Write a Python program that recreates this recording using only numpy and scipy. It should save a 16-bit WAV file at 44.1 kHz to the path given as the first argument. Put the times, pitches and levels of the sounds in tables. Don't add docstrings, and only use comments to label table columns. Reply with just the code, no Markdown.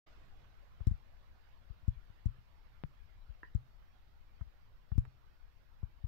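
import sys
import numpy as np
from scipy import signal
from scipy.io import wavfile
from scipy.ndimage import uniform_filter1d

SR = 44100
rng = np.random.default_rng(int(sys.argv[2]) if len(sys.argv) > 2 else 0)


def store_pcm(level_fs):
    pcm = np.round(np.clip(level_fs, -1, 1) * 32767).astype(np.int16)
    wavfile.write(sys.argv[1], SR, np.atleast_2d(pcm).T)


N = 267863

# (frequency [Hz], relative density [dB per Hz])
RUMBLE = [(8, -12.5), (20, 1.5), (55, -4.5), (88, -12.5), (150, -20.5), (270, -32), (500, -60.5)]
WASH = [(150, -25.5), (350, -6.5), (640, -1.7), (1470, -4), (2300, -7), (4700, -13), (5800, -19.5),
        (8000, -29.5), (11000, -60.5)]
MURMUR = [(150, -25.5), (300, 3), (450, -0.4), (750, -7.5), (1200, -36.5)]
HISS = [(5000, -6.5), (9000, -17.5), (10800, -10), (11600, 2), (14500, 1), (16000, 1.5)]
# (frequency [Hz], left minus right [dB])
RUMBLE_SIDES = [(20, 8.5), (50, 5), (90, 1), (200, 0)]
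WASH_SIDES = [(300, 1.5), (700, -8.5), (1290, -13), (2380, -7.5), (4400, -5), (8000, 4.5)]
# (final level [dB], extra level at the start [dB], settling time [s],
# steady sag [dB per s], left minus right at the start [dB])
RUMBLE_FADE = (-59, 1.5, 4.5, 0.28, -3)
WASH_FADE = (-74.5, 7, 0.23, 0.59, 4)
MURMUR_FADE = (-84, 8.5, 0.67, 0.1, -7)
# (time [s], low part [dB], middle part [dB], bright part [dB],
# scrape grains relative to the click [dB], contact time that rounds off the low and middle parts [s])
TICKS = [(0.8043, -60, -53, -94, 0.5, .00075), (0.87, -56, -54, -60, -3, 0.00018),
         (.913, -70, -65, -80.5, -11, 0.00034), (1.88, -59, -60, -68.5, -17, 0.00033),
         (2.257, -61, -62, -70.5, -12, 0.00033), (3.5487, -63, -58, -69, -2, .0004),
         (4.4106, -64, -49, -96, -1, 0.00061), (4.9178, -56, -45.5, -95, -2.5, 0.00068),
         (4.9799, -50.5, -63, -62, 0, 0.00039), (5.052, -56, -45.5, -83, -6, 0.00042),
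         (5.8295, -54, -50, -93, -5, 0.00085)]
# (frequency [Hz], width of one pass [Hz], relative gain [dB])
TICK_LOW = [(433, 970, 0)]
TICK_MIDDLE = [(1280, 2350, 0)]
TICK_BRIGHT = [(4000, 1300, 1), (5370, 980, 5.5), (6190, 600, 3), (7420, 770, 6.5), (10950, 710, -1.5),
               (13600, 3500, -9.5)]
ECHO_COLOUR = [(450, 300, -5), (1000, 700, -12), (1900, 700, 0)]
WHINE = [(5554, 14, 0)]
# (time [s], blow level [dB], contact time [s], share passed on to the ringing panel [0-1])
THUDS = [(0.8051, -27.5, 0.01, 0.26), (0.869, -14.5, 0.0071, 1), (0.9107, -20.5, 0.0071, 0.6),
         (.935, -31.5, 0.0093, 0), (1.7, -33, 0.01, 0), (1.829, -43.5, 0.011, .1),
         (1.879, -16.5, 0.0072, 0.67), (1.959, -33, 0.018, 0.6), (2.098, -43.5, 0.0068, 0),
         (2.257, -18, 0.0068, .76), (2.283, -31, 0.0088, 0), (2.384, -45, 0.0064, 0.3),
         (2.84, -33, 0.0077, 0.2), (3.2913, -33, 0.013, 0.1), (3.5491, -18.5, 0.007, 0.76),
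         (4.4101, -27, 0.0093, 0.15), (4.464, -41.5, 0.015, 0), (4.9174, -22, 0.008, 0.1),
         (4.953, -27.5, 0.0096, 0), (4.9787, -14, 0.0063, 0.92), (5.073, -40, 0.0086, 0),
         (5.8304, -25, 0.008, 0.42), (6.039, -24.5, 0.0089, 0.7)]
# (frequency [Hz], time to fall 60 dB [s], relative left swing, relative right swing)
CASE = [(123, 0.016, -2.5, 0.91)]
PANEL = [(75, 0.094, 0.45, -0.49), (109.8, 0.13, -0.34, -0.17), (129.8, 0.3, -0.048, -0.13)]
JOLT = [(270, .016, .9, 1.2)]
HOLLOW = [(342, 0.016, 0.16, 0.18), (996, 0.034, -0.13, 0.31), (1390, 0.02, -0.026, 0.19),
          (1665, 0.0082, 0.85, 0.8), (1902, .015, -0.18, -0.36), (2670, 0.014, 0.073, 0.013)]

HISS_DB, WHINE_DB = -86.5, -100
SWELL_DB, SWELL_TOP_HZ = 0.3, 2.5
LOW_PAN_DB, MIDDLE_PAN_DB, BRIGHT_PAN_DB = -15, -13.5, -10
DULL_DB, DULL_T60, SHARP_DB, SHARP_T60 = -86, 0.06, -74, 0.024
BRIGHT_RISE_S, BRIGHT_LEAD_S = 0.0027, 0.0022
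BRIGHT_TAIL_DB, BRIGHT_TAIL_T60 = -16.5, 0.17
GIVE_HZ, GIVE_Q = 36.3, 0.79
JOLT_CONTACT_S, JOLT_LEAD_S = 0.0014, 0.00015
HARD_DB, RATTLE_DB, RATTLE_GROWTH = -15, -32, 3.3
POP_S, POP_DB, POP_FALL_S = 2.8374, -30, 0.00019
POP_RING_HZ, POP_RING_T60, POP_RING_DB = 146, 0.071, -0.5
KNOCK_S, KNOCK_DB = 3.4314, -27.5
ECHO_DB, ECHO_T60 = -6, 0.15
OPENING_S, EDGE_HZ = 0.062, 15750


def amp(db):
    return 10 ** (np.asarray(db) / 20)


def evened(x):
    return x / np.sqrt(np.mean(x ** 2) + 1e-20)


def read(points, hz):
    f, value = np.transpose(points)
    return np.interp(np.log(hz + 1), np.log(f + 1), value)


def add(mix, s, sound):
    part = mix[:, round(s * SR):][:, :sound.shape[1]]
    part += sound[:, :part.shape[1]]


def sides(db):
    return amp(np.array([db, -db]) / 2)


def ring(modes):
    t = np.arange(SR // 3) / SR
    out = np.zeros((2, len(t)))
    for hz, t60, *swing in modes:
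        mode = amp(-60 * t / t60) * np.sin(2 * np.pi * hz * t)
        out += np.outer(swing, mode)
    return out


def strike(response, contact):
    blow = np.hanning(round(contact * SR) + 2)[1:-1]
    return signal.fftconvolve(response, blow[None] / blow.sum())[:, :response.shape[1]]


def resonances(x, peaks):
    out = np.zeros_like(x)
    for hz, width, db in peaks:
        peak = signal.iirpeak(hz, hz / width, SR)
        once = signal.lfilter(*peak, x)
        out += amp(db) * signal.lfilter(*peak, once)
    return out


def noise(spectrum, balance, patchy_db, size):
    hz = np.fft.rfftfreq(size, 1 / SR)
    frames = 4 * N // size + 5
    real, imaginary, patches = rng.standard_normal((frames, len(hz), 2, 3)).T
    patches = uniform_filter1d(patches, size=5, axis=1)
    patches = evened(uniform_filter1d(patches, size=8, axis=2))
    level_db = read(spectrum, hz)[:, None] + patchy_db * patches
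    bins = (real + 1j * imaginary) * amp(level_db)
    bins /= np.sqrt(np.mean(abs(bins) ** 2))
    bins = bins * sides(read(balance, hz))[:, :, None]
    x = signal.istft(bins, nperseg=size, noverlap=3 * size // 4)[1]
    return evened(x[:, :N])


def settle(final_db, extra_db, settle_s, sag_db, lean_db):
    t = np.arange(N) / SR
    early = np.exp(-t / settle_s)
    level_db = final_db + extra_db * early + sag_db * (t[-1] - t)
    return amp(level_db) * sides(lean_db * early)


def swells():
    t = np.arange(N) / SR
    drift = np.zeros(N)
    for rate in SWELL_TOP_HZ * np.geomspace(0.1, 1, num=12):
        drift += np.sin(2 * np.pi * (rate * t + rng.random())) / np.sqrt(rate)
    return amp(SWELL_DB * evened(drift))


def background():
    rumble = settle(*RUMBLE_FADE) * swells() * noise(RUMBLE, RUMBLE_SIDES, patchy_db=-2.5, size=2048)
    wash = settle(*WASH_FADE) * noise(WASH, WASH_SIDES, patchy_db=3.0, size=1024)
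    murmur = settle(*MURMUR_FADE) * noise(MURMUR, WASH_SIDES, patchy_db=3.0, size=1024)
    hiss = amp(HISS_DB) * noise(HISS, [(9000, 0.6), (15000, -1.1)], patchy_db=0.0, size=512)
    whine = amp(WHINE_DB) * evened(resonances(rng.standard_normal((2, N)), WHINE))
    return rumble + wash + murmur + hiss + whine


def ticks():
    out, t = np.zeros((2, N)), np.arange(SR // 8) / SR
    click = -1.0 * (t == 0)
    swell = (t / BRIGHT_RISE_S * np.exp(1 - t / BRIGHT_RISE_S)) ** 4
    trail = amp(BRIGHT_TAIL_DB - 60 * t / BRIGHT_TAIL_T60) * (t > BRIGHT_RISE_S)
    for s, low_db, middle_db, bright_db, scrape_db, contact in TICKS:
        hissing, grains = rng.standard_normal((2, 2, len(t)))
        fizz = resonances(hissing * (swell + trail), TICK_BRIGHT)
        fizz /= np.std(resonances(hissing, TICK_BRIGHT))
        add(out, s - BRIGHT_LEAD_S, sides(BRIGHT_PAN_DB)[:, None] * amp(bright_db) * fizz)

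        t60 = np.interp(bright_db, [DULL_DB, SHARP_DB], [DULL_T60, SHARP_T60])
        slips = np.sign(grains) * (abs(grains) > 2.4)
        scrape = amp(scrape_db - 60 * t / t60) * slips
        for db, pan_db, peaks in ((low_db, LOW_PAN_DB, TICK_LOW), (middle_db, MIDDLE_PAN_DB, TICK_MIDDLE)):
            dull = strike(resonances(click + scrape, peaks), contact)
            dull /= abs(resonances(click, peaks)).max()
            add(out, s, sides(pan_db)[:, None] * amp(db) * dull)
    return out


def thuds():
    out = np.zeros((2, N))
    case, panel = ring(CASE), ring(PANEL)
    jolt = strike(ring(JOLT), JOLT_CONTACT_S)
    for s, db, contact, share in THUDS:
        sound = strike(case + share * panel, contact)
        push = np.hanning(round(contact * SR))
        sound[:, :len(push)] -= np.outer([1, 0.05], push)
        add(out, s, amp(db) * sound)
        rattle_db = RATTLE_DB + RATTLE_GROWTH * (db - HARD_DB)
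        add(out, s - JOLT_LEAD_S, amp(rattle_db) * jolt)
    w = 2 * np.pi * GIVE_HZ
    leak = signal.bilinear([1, 0, 0], [1, w / GIVE_Q, w ** 2], SR)
    return signal.lfilter(*leak, signal.lfilter(*leak, out))


def pop():
    out, t = np.zeros((2, N)), np.arange(SR // 4) / SR
    swing = amp(POP_RING_DB - 60 * t / POP_RING_T60) * np.cos(2 * np.pi * POP_RING_HZ * t)
    step = -np.outer([1, 0.02], np.exp(-t / POP_FALL_S) + swing)
    add(out, POP_S, amp(POP_DB) * strike(step, contact=0.00027))
    return out


def knock():
    out, t = np.zeros((2, N)), np.arange(SR // 3) / SR
    struck = ring(HOLLOW) * (1 - np.exp(-t / 0.0014))
    signs = rng.choice([-1.0, 1.0], (2, len(t)))
    sparse = rng.random((2, len(t))) < 0.1
    taps = signs * sparse * (t > 0.004) * amp(-60 * t / ECHO_T60)
    echoes = signal.fftconvolve(struck, resonances(taps, ECHO_COLOUR), axes=1)[:, :len(t)]
    echoes *= amp(ECHO_DB) * np.linalg.norm(struck) / np.linalg.norm(echoes)
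    add(out, KNOCK_S, amp(KNOCK_DB) * (struck + echoes))
    return out


def scene():
    return background() + ticks() + thuds() + pop() + knock()


def record(dry):
    t = np.arange(N) / SR
    opened = dry * np.clip((t - OPENING_S) / 0.0096, 0, 1)
    band = signal.firwin(511, EDGE_HZ, window=("kaiser", 9), fs=SR)
    return signal.oaconvolve(opened, band[None], "same")


dry = scene()
out = record(dry)
store_pcm(out)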